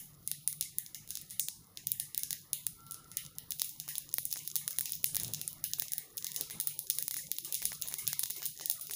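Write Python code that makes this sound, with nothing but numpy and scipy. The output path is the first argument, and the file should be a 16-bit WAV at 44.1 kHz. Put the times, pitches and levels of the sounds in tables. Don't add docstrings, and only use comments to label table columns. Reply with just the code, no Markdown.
import sys
import numpy as np
from scipy import signal
from scipy.fft import rfft, irfft
from scipy.io import wavfile

SR = 44100
rng = np.random.default_rng(int(sys.argv[2]) if len(sys.argv) > 2 else 0)


def store_wav(level_fs):
    pcm = np.round(np.clip(np.atleast_2d(level_fs), -1, 1) * 32767)
    wavfile.write(sys.argv[1], SR, pcm.T.astype(np.int16))


N = 394694

# t/s, crack level/dB, low thud level/dB re crack, mid over treble/dB, room tail level/dB re crack
POPS = [(-0.0398, -18, -86, -12, -21.5), (0.2758, -25, -34, -11, -21.5), (0.315, -24, -22, -8, -19),
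        (0.4762, -19, -27, -13.5, -19.5), (0.528, -32, -23.5, -8, -35), (0.6104, -22, -27, -6.5, -18.5),
        (0.6258, -33, -40, 0, -16), (0.7846, -21.5, -39, -14.5, -22), (0.863, -39, -28, 1, -16.5),
        (0.9463, -34.5, -46, 0.5, -12.5), (1.0763, -44.5, -20, -4, -21), (1.0895, -48, -30.5, -5, -4),
        (1.106, -29.5, -28, -5.5, -17.5), (1.1541, -30, -32, -2, -21), (1.172, -32.5, -19, 0, -19),
        (1.2142, -41, -26, -9, -19), (1.2185, -42, -33, -19, -22), (1.2954, -48, -42, -18, -33),
        (1.301, -43, -31, -3, -46), (1.3068, -43, -57, -5, -3.5), (1.3962, -20, -30, -8.5, -17.5),
        (1.485, -26, -21.5, -2, -21.5), (1.773, -33.5, -28, 5, -19), (1.8705, -22.5, -57, -10.5, -19),
        (1.918, -19.5, -37, -14.5, -23), (1.9992, -24, -46, -9.5, -17), (2.1466, -29.5, -36, -4.5, -20.5),
        (2.1778, -21.5, -28, -12.5, -24), (2.193, -35, -43, -10, -12), (2.234, -25, -38, -5, -19),
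        (2.3073, -26, -19, -3, -17), (2.3292, -26, -23, -6.5, -22.5), (2.5318, -21.5, -27.5, -7.5, -18),
        (2.667, -21.5, -25, -11.5, -23.5), (2.8658, -47.5, -28, -8, -10.5), (2.9102, -34.5, -29, -9, -14.5),
        (2.9209, -34.5, -38, -13, -32.0), (2.9438, -36.5, -22, -4, -18), (3.116, -41, -20, -3, -15),
        (3.1706, -23.5, -41, -6.5, -18.5), (3.2505, -43, -20, -2, -20.5), (3.2638, -41, -23, 3, -37),
        (3.3844, -30.5, -37, -8, -20.5), (3.507, -27.5, -55, -11.5, -15), (3.5202, -28.5, -24, 1, -28),
        (3.587, -43, -42.5, -11, -10.5), (3.5965, -28.5, -25, -2, -15), (3.618, -20, -18.5, -3.5, -24.5),
        (3.6443, -35, -50, -13, -6.5), (3.693, -36, -40, -7, -16), (3.709, -46, -46, -15.5, -35),
        (3.7372, -53, -35.0, -14, -21), (3.8, -30, -56, -4, -19.5), (3.8795, -39, -7.5, -2, -32.0),
        (3.887, -38, -11, -11.5, -1.5), (3.9543, -30.5, -25, -2.5, -15), (3.9819, -24.5, -29, -11, -25),
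        (4.115, -49, -46, 8, -14), (4.1405, -20.5, -28, -13, -23), (4.1835, -22.5, -12, -9, -20),
        (4.2538, -24, -45, -16, -21.5), (4.3145, -37.5, -32, -8, -9), (4.3267, -24.5, -34, -4.5, -22),
        (4.3287, -31, -25, -24, -28), (4.339, -30, -37, -11, -33), (4.3587, -40, -4.5, 6, -34),
        (4.368, -38.5, -9.5, -9, -4.5), (4.4375, -52, -24, -14, -34), (4.45, -47, -17, -8, -7),
        (4.476, -27, -27, -11, -22.5), (4.5565, -22, -22, -8, -22), (4.5639, -22, -32, -9, -17.5),
        (4.6786, -23, -17.5, -7, -28), (4.6843, -36, -32, -8, -11.5), (4.708, -31.5, -23, -12, -12.5),
        (4.786, -20.5, -17.5, -10.5, -28), (4.7941, -29, -56, -11, -33), (4.8091, -24, -19, -14, -16.5),
        (4.857, -29.5, -22, -0.5, -13), (4.8946, -37, -21, -4, -15), (4.921, -25.5, -30, -14, -20),
        (4.9332, -32.5, -50, 3, -13), (4.953, -32, -55, -23.5, -26), (5.0432, -17, -19, -10, -24.5),
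        (5.0563, -39, -48, -12, -1), (5.147, -26.5, -21, -11, -18), (5.1564, -25.5, -25, -10, -28),
        (5.167, -21.5, -18.5, -7, -21.5), (5.1989, -29, -34, -4.5, -13.5), (5.234, -28, -26, -11, -18),
        (5.2465, -33, -37, 3, -14), (5.2803, -36.5, -31, -7, -23), (5.3363, -26, -33, -6, -20),
        (5.3466, -29.5, -24, 3, -21), (5.4143, -28.5, -24, -5.5, -18.5), (5.4779, -25.5, -28, -13, -20),
        (5.53, -38.5, -27, -12, -26), (5.6407, -23.5, -26, -9.5, -14.5), (5.7145, -40, -39, -23, -23),
        (5.7349, -23.5, -28, 3, -21.5), (5.785, -42, -7, -27, -1.5), (5.7976, -21, -40, -10, -25.5),
        (5.8215, -28, -12, -4.5, -17), (5.883, -37, -22, 3, -21), (5.9198, -29, -25, -7, -15),
        (5.9347, -24, -26, -10.5, -26), (5.9813, -25, -44, -12.5, -18.5), (6.171, -30.5, -59, -19, -16.5),
        (6.179, -31, -44, 1, -25), (6.1833, -33, -25, -3, -21), (6.225, -38, -22, 3, -22),
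        (6.245, -27.5, -25, -2, -18.5), (6.2676, -29.5, -29, -0.5, -14.5), (6.318, -34, -45.0, -1, -31),
        (6.334, -44, -27, -18, -27), (6.344, -40.5, -18, -7, -7), (6.3623, -26, -61, -4.5, -16),
        (6.4106, -24, -28, -8, -18), (6.4996, -37.5, -10.5, 1, -43), (6.5077, -38.5, -8, -9, -6),
        (6.6008, -23.5, -25, -10.5, -18), (6.6108, -26.5, -55.0, -11, -20),
        (6.6724, -21, -23.5, -15.5, -15), (6.7912, -26, -38, -11.5, -18),
        (6.9004, -18.5, -28, -10.5, -20.5), (6.9069, -27.5, -42, 1, -20), (6.938, -55, -41, -9.5, -34),
        (6.9491, -46, -43, -14, 0), (6.9858, -23.5, -22, -9.5, -17), (7.0253, -25.5, -24, -10, -20.5),
        (7.0808, -24, -19.5, -9.5, -26), (7.1104, -28, -18, -6, -15.5), (7.1423, -28, -16, -8, -21.5),
        (7.1614, -41, -33, 4, -31), (7.1657, -41, -1.5, -8, 3), (7.3159, -22, -26.5, -9, -21.5),
        (7.385, -27, -22.5, -5.5, -19.5), (7.441, -46, -27, -4, -30), (7.446, -45, -25, -8, 5.5),
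        (7.5248, -26, -35.5, -7.5, -18), (7.544, -24.5, -55.0, -7, -19), (7.5512, -27, -59, -9, -13),
        (7.6195, -33.5, -9, -3, -34), (7.626, -35, -8.5, -8, -7.5), (7.6542, -20.5, -22, -7, -16.5),
        (7.719, -37.5, -0.5, 6, -38), (7.729, -37.5, -8.0, -10, -6.5), (7.8157, -33, -55.0, -16, -20),
        (7.822, -25.5, -30, -3.5, -18), (7.8574, -43.5, -13, 0, -36), (7.8698, -42, -20, 2, -38),
        (7.8757, -34, -36, -14, -16), (7.885, -30, -21, -9, -16), (7.9134, -41, -11, -6, -18.5),
        (7.9241, -39, -5, -3, -8.5), (7.9404, -26.5, -18, -5.5, -21), (7.9828, -44, -57, -16, 5.5),
        (8.069, -30.5, -43, 11, -21), (8.0768, -20, -25, -8.5, -18), (8.1308, -25, -13.5, -3, -22.5),
        (8.1937, -21.5, -23, -12, -17.5), (8.2334, -27, -17, -3, -25), (8.2369, -24.5, -20.5, -4.5, -22),
        (8.2576, -33, -15, -1, -13.5), (8.3006, -32.5, -17, -10, -9.5), (8.306, -26.5, -23, -10, -31),
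        (8.3625, -42.5, -23, -8, -1), (8.3654, -50, -35, -15, -24), (8.4199, -38, -6.5, 2, -34),
        (8.4275, -42, -3, -3.5, 1), (8.4562, -26, -43, -9, -32.0), (8.4625, -26.5, -53, -9, -15),
        (8.5896, -44, -34, -5, -26), (8.5975, -39, -8.5, 5, -20), (8.61, -39.5, -3, 3, -6),
        (8.6584, -24, -39, -10, -20.5), (8.699, -19, -29, -10.5, -21.5), (8.7124, -25.5, -46, -9, -16),
        (8.7965, -40, -22, -12, -28), (8.8107, -37.5, -49, -11.5, -5), (8.87, -38, -28, -5, -15.5),
        (8.8966, -39.5, -4.5, -1, -22), (8.9097, -32.5, -10.5, -6, -11), (8.9354, -32, -41, -5, -9)]
# f/Hz, width/Hz, level/dB
THUD_PEAKS = [(685, 51, 22.5), (2008, 290, 13.5)]
MID_PEAKS = [(3897, 730, -6.5), (5002, 343, -1.5), (6660, 1040, 1.5)]
TREBLE_PEAKS = [(10150, 1350, -3), (12350, 1900, -7), (14910, 710, 2), (16050, 900, -8.5)]
# t/s, level/dB
TOP_GAIN = [(0, -7.5), (1.4, -1.5), (2.2, -1), (4.2, -0.5), (5.2, 0.5), (8.95, 0)]
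# delay t/s, level/dB
ECHOES = [(.0018, 6.5), (.0065, -22), (0.01, -3.5), (0.014, -12)]
# low f/Hz, high f/Hz, t60/s, level/dB
TAIL = [(1584, 2800, 0.38, 9), (2470, 4780, 0.43, -1), (4630, 9500, 0.37, -0.5), (8600, 14700, 0.3, -1.5),
        (14100, 15800, 0.35, -3.5)]
# t/s, level/dB
SIZZLE = [(0, -67.5), (.7, -74.5), (3, -70), (4.7, -53), (6.1, -67), (6.5, -59.5), (8.3, -57.5),
          (8.95, -58)]
# f/Hz, relative level per Hz/dB
HISS_SPECTRUM = [(1700, -32), (2400, -15), (3600, -4), (5200, -1.5), (7000, -9), (8000, -12), (10800, 5.5),
                 (13400, -8), (15100, 9.5), (15600, 8)]
# f/Hz, relative level per Hz/dB
WASH_SPECTRUM = [(200, -5), (330, 8), (700, 0), (1300, 1.5), (1550, -11), (2000, -2.5), (2400, -20),
                 (3200, -16)]
# t/s, level/dB
HUM = [(0, -61.5), (1, -65.5), (2.8, -62.5), (4.6, -65.5), (5.3, -58.5), (6.2, -67), (8.2, -62),
       (8.95, -70.5)]
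# f/Hz, width/Hz, relative level/dB
HUM_PEAKS = [(99.6, 5.4, -4.5), (122.4, 14, -6.5), (148.9, 6.3, 3.5), (184, 8.7, -6.5)]
# f/Hz, relative level per Hz/dB
RUMBLE_SPECTRUM = [(20, -1.5), (60, -1.5), (150, 0.5), (350, -10)]
# t/s, length/s, centre f/Hz, level/dB
PUFFS = [(5.148, 0.035, 114, -54), (5.215, 0.031, 98, -50.5), (5.268, 0.084, 123, -51.5),
         (5.313, 0.033, 120, -57), (5.387, 0.041, 160, -56.5), (6.41, 0.051, 403, -55),
         (6.56, 0.042, 165, -54.5)]

LEAD, BURST_SAMPLES = 4096, 64
CRACK_SAMPLES = 70
BURST_S, BODY_S = .00015, .0008
CRACK_RAGGED = 0.34
DEEP_FOLLOWS, DEEP_FULL_DB = 0.78, -16.5
THUD_FOLLOWS, MID_FOLLOWS = .06, .65
ROOM_RAGGED = .3
USUAL_THUD_DB, USUAL_MID_DB = -28, -10
SPOTS, SPOT_SPREAD_DB = 8, 1.5
USUAL_SIZZLE_DB, FIZZ_PER_S = -57, 150
FIZZ_FOLLOWS, HISS_FOLLOWS = .4, 0.35
FIZZ_SPREAD_DB, FIZZ_TOP = 7, 3.2
HISS_DB, HISS_WAVER_DB = -59, 2.2
WASH_DB, WASH_RISE_DB_PER_S = -71.5, 1.52
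WASH_RECOVER_S = 0.048
PATCHY_BELOW_HZ = 3200
RUMBLE_DB, PUFF_WAVER_DB = -4.5, 2.5
WHISTLE_S, WHISTLE_DB, WHISTLE_RISE_S, WHISTLE_HOLD_S, WHISTLE_T60_S = 2.745, -60.5, .06, .1, 1.7
WHISTLE_HZ, WHISTLE_SAG_HZ, BLUR_WIDTH_HZ = 1357, 40, 140
WHISTLE_WAVER_DB, WHISTLE_WAVER_HZ = 2.2, 3.5
TOP_EDGE_HZ, TOP_CRACKS_DB = 15450, -2
CUTOFF_HZ = 16900


def from_db(db):
    return 10 ** (np.asarray(db) / 20)


def rms_one(x):
    return x / np.sqrt(np.mean(x ** 2) + 1e-30)


def in_time(rows):
    t, level = np.transpose(rows)
    return np.interp(np.arange(N) / SR, t, level)


def band(x, low_hz, high_hz, order=2):
    return signal.sosfilt(signal.butter(order, [low_hz, high_hz], "band", fs=SR, output="sos"), x)


def resonate(x, peaks):
    out = 0
    for k, (hz, width, level_db) in enumerate(peaks):
        r = np.exp(-np.pi * width / SR)
        a = [1, -2 * r * np.cos(2 * np.pi * hz / SR), r * r]
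        b = [(1 - r * r) / 2, 0, (r * r - 1) / 2]
        out = out + (-1) ** k * from_db(level_db) * signal.lfilter(b, a, x)
    return out


def coloured(spectrum):
    hz = np.arange(1, N // 2 + 2) * SR / N
    at, level_db = np.transpose(spectrum)
    shape = from_db(np.interp(np.log(hz), np.log(at), level_db, left=-90, right=-90))
    return rms_one(irfft(rfft(rng.standard_normal(N)) * shape, N))


def drift(rate_hz):
    r = np.exp(-2 * np.pi * rate_hz / SR)
    return rms_one(signal.lfilter([1], [1, -2 * r, r * r], rng.standard_normal(N + SR))[SR:])


def pops():
    s, level_db, thud_db, mid_db, tail_db = np.transpose(POPS)[:, :, None]
    top_db = np.interp(s, *np.transpose(TOP_GAIN))
    edge_noise, room_noise, body_noise = rng.standard_normal((3, len(s), BURST_SAMPLES))
    n = np.arange(BURST_SAMPLES)
    decay = np.exp(-n / (BURST_S * SR))
    click = signal.unit_impulse(BURST_SAMPLES)
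    at = np.round(s * SR).astype(int) + LEAD + n

    edge = CRACK_RAGGED * edge_noise * decay - click
    body = body_noise * np.exp(-n / (BODY_S * SR))
    direct, room = np.zeros((2, LEAD + N + BURST_SAMPLES))
    np.add.at(direct, at, from_db(level_db) * blend(cracks(edge, body, top_db), thud_db, mid_db))

    smooth = click + ROOM_RAGGED * room_noise * decay
    room_thud_db = -25.0 + THUD_FOLLOWS * (thud_db - USUAL_THUD_DB)
    room_mid_db = -8.5 + MID_FOLLOWS * (mid_db - USUAL_MID_DB)
    even = blend(cracks(smooth, smooth, top_db), room_thud_db, room_mid_db)
    sent = from_db(level_db + tail_db) * even
    for spot in range(SPOTS):
        train = np.zeros(len(direct))
        np.add.at(train, at[spot::SPOTS], sent[spot::SPOTS])
        room += signal.oaconvolve(train, kitchen_response())[:len(direct)]
    return direct[LEAD:LEAD + N], room[LEAD:LEAD + N]


def cracks(burst, body, top_db):
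    deep, knock = (band(resonate(body, [peak]), 360, 8100) for peak in THUD_PEAKS)
    mid = band(resonate(burst, MID_PEAKS), 2610, 6010)
    top = from_db(top_db) * resonate(burst, TREBLE_PEAKS[2:])
    treble = band(resonate(burst, TREBLE_PEAKS[:2]) + top, 8100, 15900)

    def unit_gain(whole):
        return np.sqrt(CRACK_SAMPLES / np.sum(whole ** 2, axis=-1, keepdims=True))

    thud_gain = unit_gain(deep - knock)
    return deep * thud_gain, knock * thud_gain, mid * unit_gain(mid), treble * unit_gain(treble)


def blend(parts, thud_db, tilt_db):
    deep, knock, mid, treble = parts
    mid_share = 1 / (1 + from_db(-2 * tilt_db))
    thud = from_db(DEEP_FOLLOWS * np.minimum(thud_db - DEEP_FULL_DB, 0)) * deep - knock
    return from_db(thud_db) * thud + np.sqrt(mid_share) * mid + np.sqrt(1 - mid_share) * treble


def kitchen_response():
    t = np.arange(SR // 2) / SR
    tail = 0
    for low, high, t60, level_db in TAIL:
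        noise = rms_one(band(rng.standard_normal(len(t)), low, high, order=4))
        fall_db = level_db + SPOT_SPREAD_DB * rng.standard_normal() - 60 * t / t60
        tail = tail + from_db(fall_db) * noise * np.sqrt(2 * (high - low) / SR)
    echoes = np.zeros(len(t))
    for delay, level_db in ECHOES:
        echoes[round(delay * rng.uniform(.9, 1.1) * SR)] = from_db(level_db)
    echoes = band(echoes, 2400, 15700, order=4)
    swell = 1 - np.exp(-t / 0.00074)
    return echoes + tail * swell * from_db(2.5) / np.sqrt(CRACK_SAMPLES)


def fizz(sizzle_db):
    size_db = FIZZ_SPREAD_DB * np.minimum(rng.exponential(1, N), FIZZ_TOP)
    sizes = from_db(size_db) * rng.choice([-1, 1], N)
    per_s = FIZZ_PER_S * from_db(FIZZ_FOLLOWS * (sizzle_db - USUAL_SIZZLE_DB))
    ticks = sizes * (rng.random(N) < per_s / SR)
    bright = rng.random(N)
    dull_ring = resonate(ticks * (1 - bright) + 1e-18, MID_PEAKS)
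    bright_ring = resonate(ticks * bright + 1e-18, TREBLE_PEAKS)
    return from_db(sizzle_db) * rms_one(band(dull_ring + bright_ring, 2500, 21000, order=4))


def hiss(sizzle_db):
    level_db = HISS_DB + HISS_FOLLOWS * (sizzle_db - USUAL_SIZZLE_DB) + HISS_WAVER_DB * drift(12.0)
    return from_db(level_db) * coloured(HISS_SPECTRUM)


def wash(direct, room):
    r = np.exp(-1 / (WASH_RECOVER_S * SR))
    power = signal.lfilter([1 - r], [1, -r], (direct + room) ** 2)
    loud_db = 10 * np.log10(power + 1e-9)
    push = 0.081 * np.clip(loud_db + 56.0, 0, 25)
    level_db = WASH_DB + WASH_RISE_DB_PER_S * np.arange(N) / SR
    low_mids = from_db(level_db) * coloured(WASH_SPECTRUM) + room
    edges = np.geomspace(200, PATCHY_BELOW_HZ, num=19)
    out = 0
    for k, (low, high) in enumerate(zip(edges, edges[1:])):
        gate_db = 450.0 * np.clip(drift(6.45) + 0.45 - push, -3, 0)
        out = out + (-1) ** k * from_db(gate_db) * band(low_mids, low, high, order=3)
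    return out


def hum():
    t = np.arange(N) / SR
    level_db = in_time(HUM)
    lines = rms_one(band(resonate(rng.standard_normal(N), HUM_PEAKS), 64, 240))
    white = rng.standard_normal(N)
    puffs = 0
    for s, length, hz, puff_db in PUFFS:
        bump = np.exp(-.5 * ((t - s) / (length / 2)) ** 2)
        puffs = puffs + from_db(puff_db) * bump * rms_one(band(white, 0.79 * hz, 1.2 * hz, order=1))
    rumble = from_db(level_db + RUMBLE_DB + 3.8 * drift(8.0)) * coloured(RUMBLE_SPECTRUM)
    wavering_lines = from_db(level_db + 3.4 * drift(8.3)) * lines
    return wavering_lines + rumble + puffs * from_db(PUFF_WAVER_DB * drift(4.8))


def whistle():
    t = np.arange(N) / SR - WHISTLE_S
    pitch_hz = WHISTLE_HZ - WHISTLE_SAG_HZ * t + WHISTLE_WAVER_HZ * drift(16.0)
    clean = np.sqrt(2) * np.sin(2 * np.pi * np.cumsum(pitch_hz) / SR)
    peak = [(.98 * WHISTLE_HZ, BLUR_WIDTH_HZ, 0)]
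    wide = rms_one(resonate(resonate(rng.standard_normal(N), peak), peak))
    after = np.maximum(t - WHISTLE_RISE_S - WHISTLE_HOLD_S, 0)
    blur = np.clip(0.05 + after / 0.06, 0, .8)
    level_db = WHISTLE_DB - 60 * after / WHISTLE_T60_S + WHISTLE_WAVER_DB * drift(37.0)
    level = np.clip(t / WHISTLE_RISE_S, 0, 1) ** 2 * from_db(level_db)
    return level * (np.sqrt(1 - blur) * clean + np.sqrt(blur) * wide)


def scene():
    direct, room = pops()
    high_pass = signal.butter(3, PATCHY_BELOW_HZ, "high", fs=SR, output="sos")
    bright_room = signal.sosfilt(high_pass, room)
    sizzle_db = in_time(SIZZLE)
    background = hum() + wash(direct, room) + fizz(sizzle_db) + hiss(sizzle_db) + whistle()
    below, above = (signal.ellip(6, .5, 30, TOP_EDGE_HZ, side, fs=SR, output="sos")
                    for side in ("low", "high"))
    main = signal.sosfiltfilt(below, direct + bright_room + background)
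    top_cracks = from_db(TOP_CRACKS_DB) * signal.sosfiltfilt(above, direct)
    return (main + top_cracks)[None]


def record(dry):
    return signal.sosfilt(signal.cheby2(22, 60, CUTOFF_HZ, fs=SR, output="sos"), dry)


dry = scene()
out = record(dry)
store_wav(out)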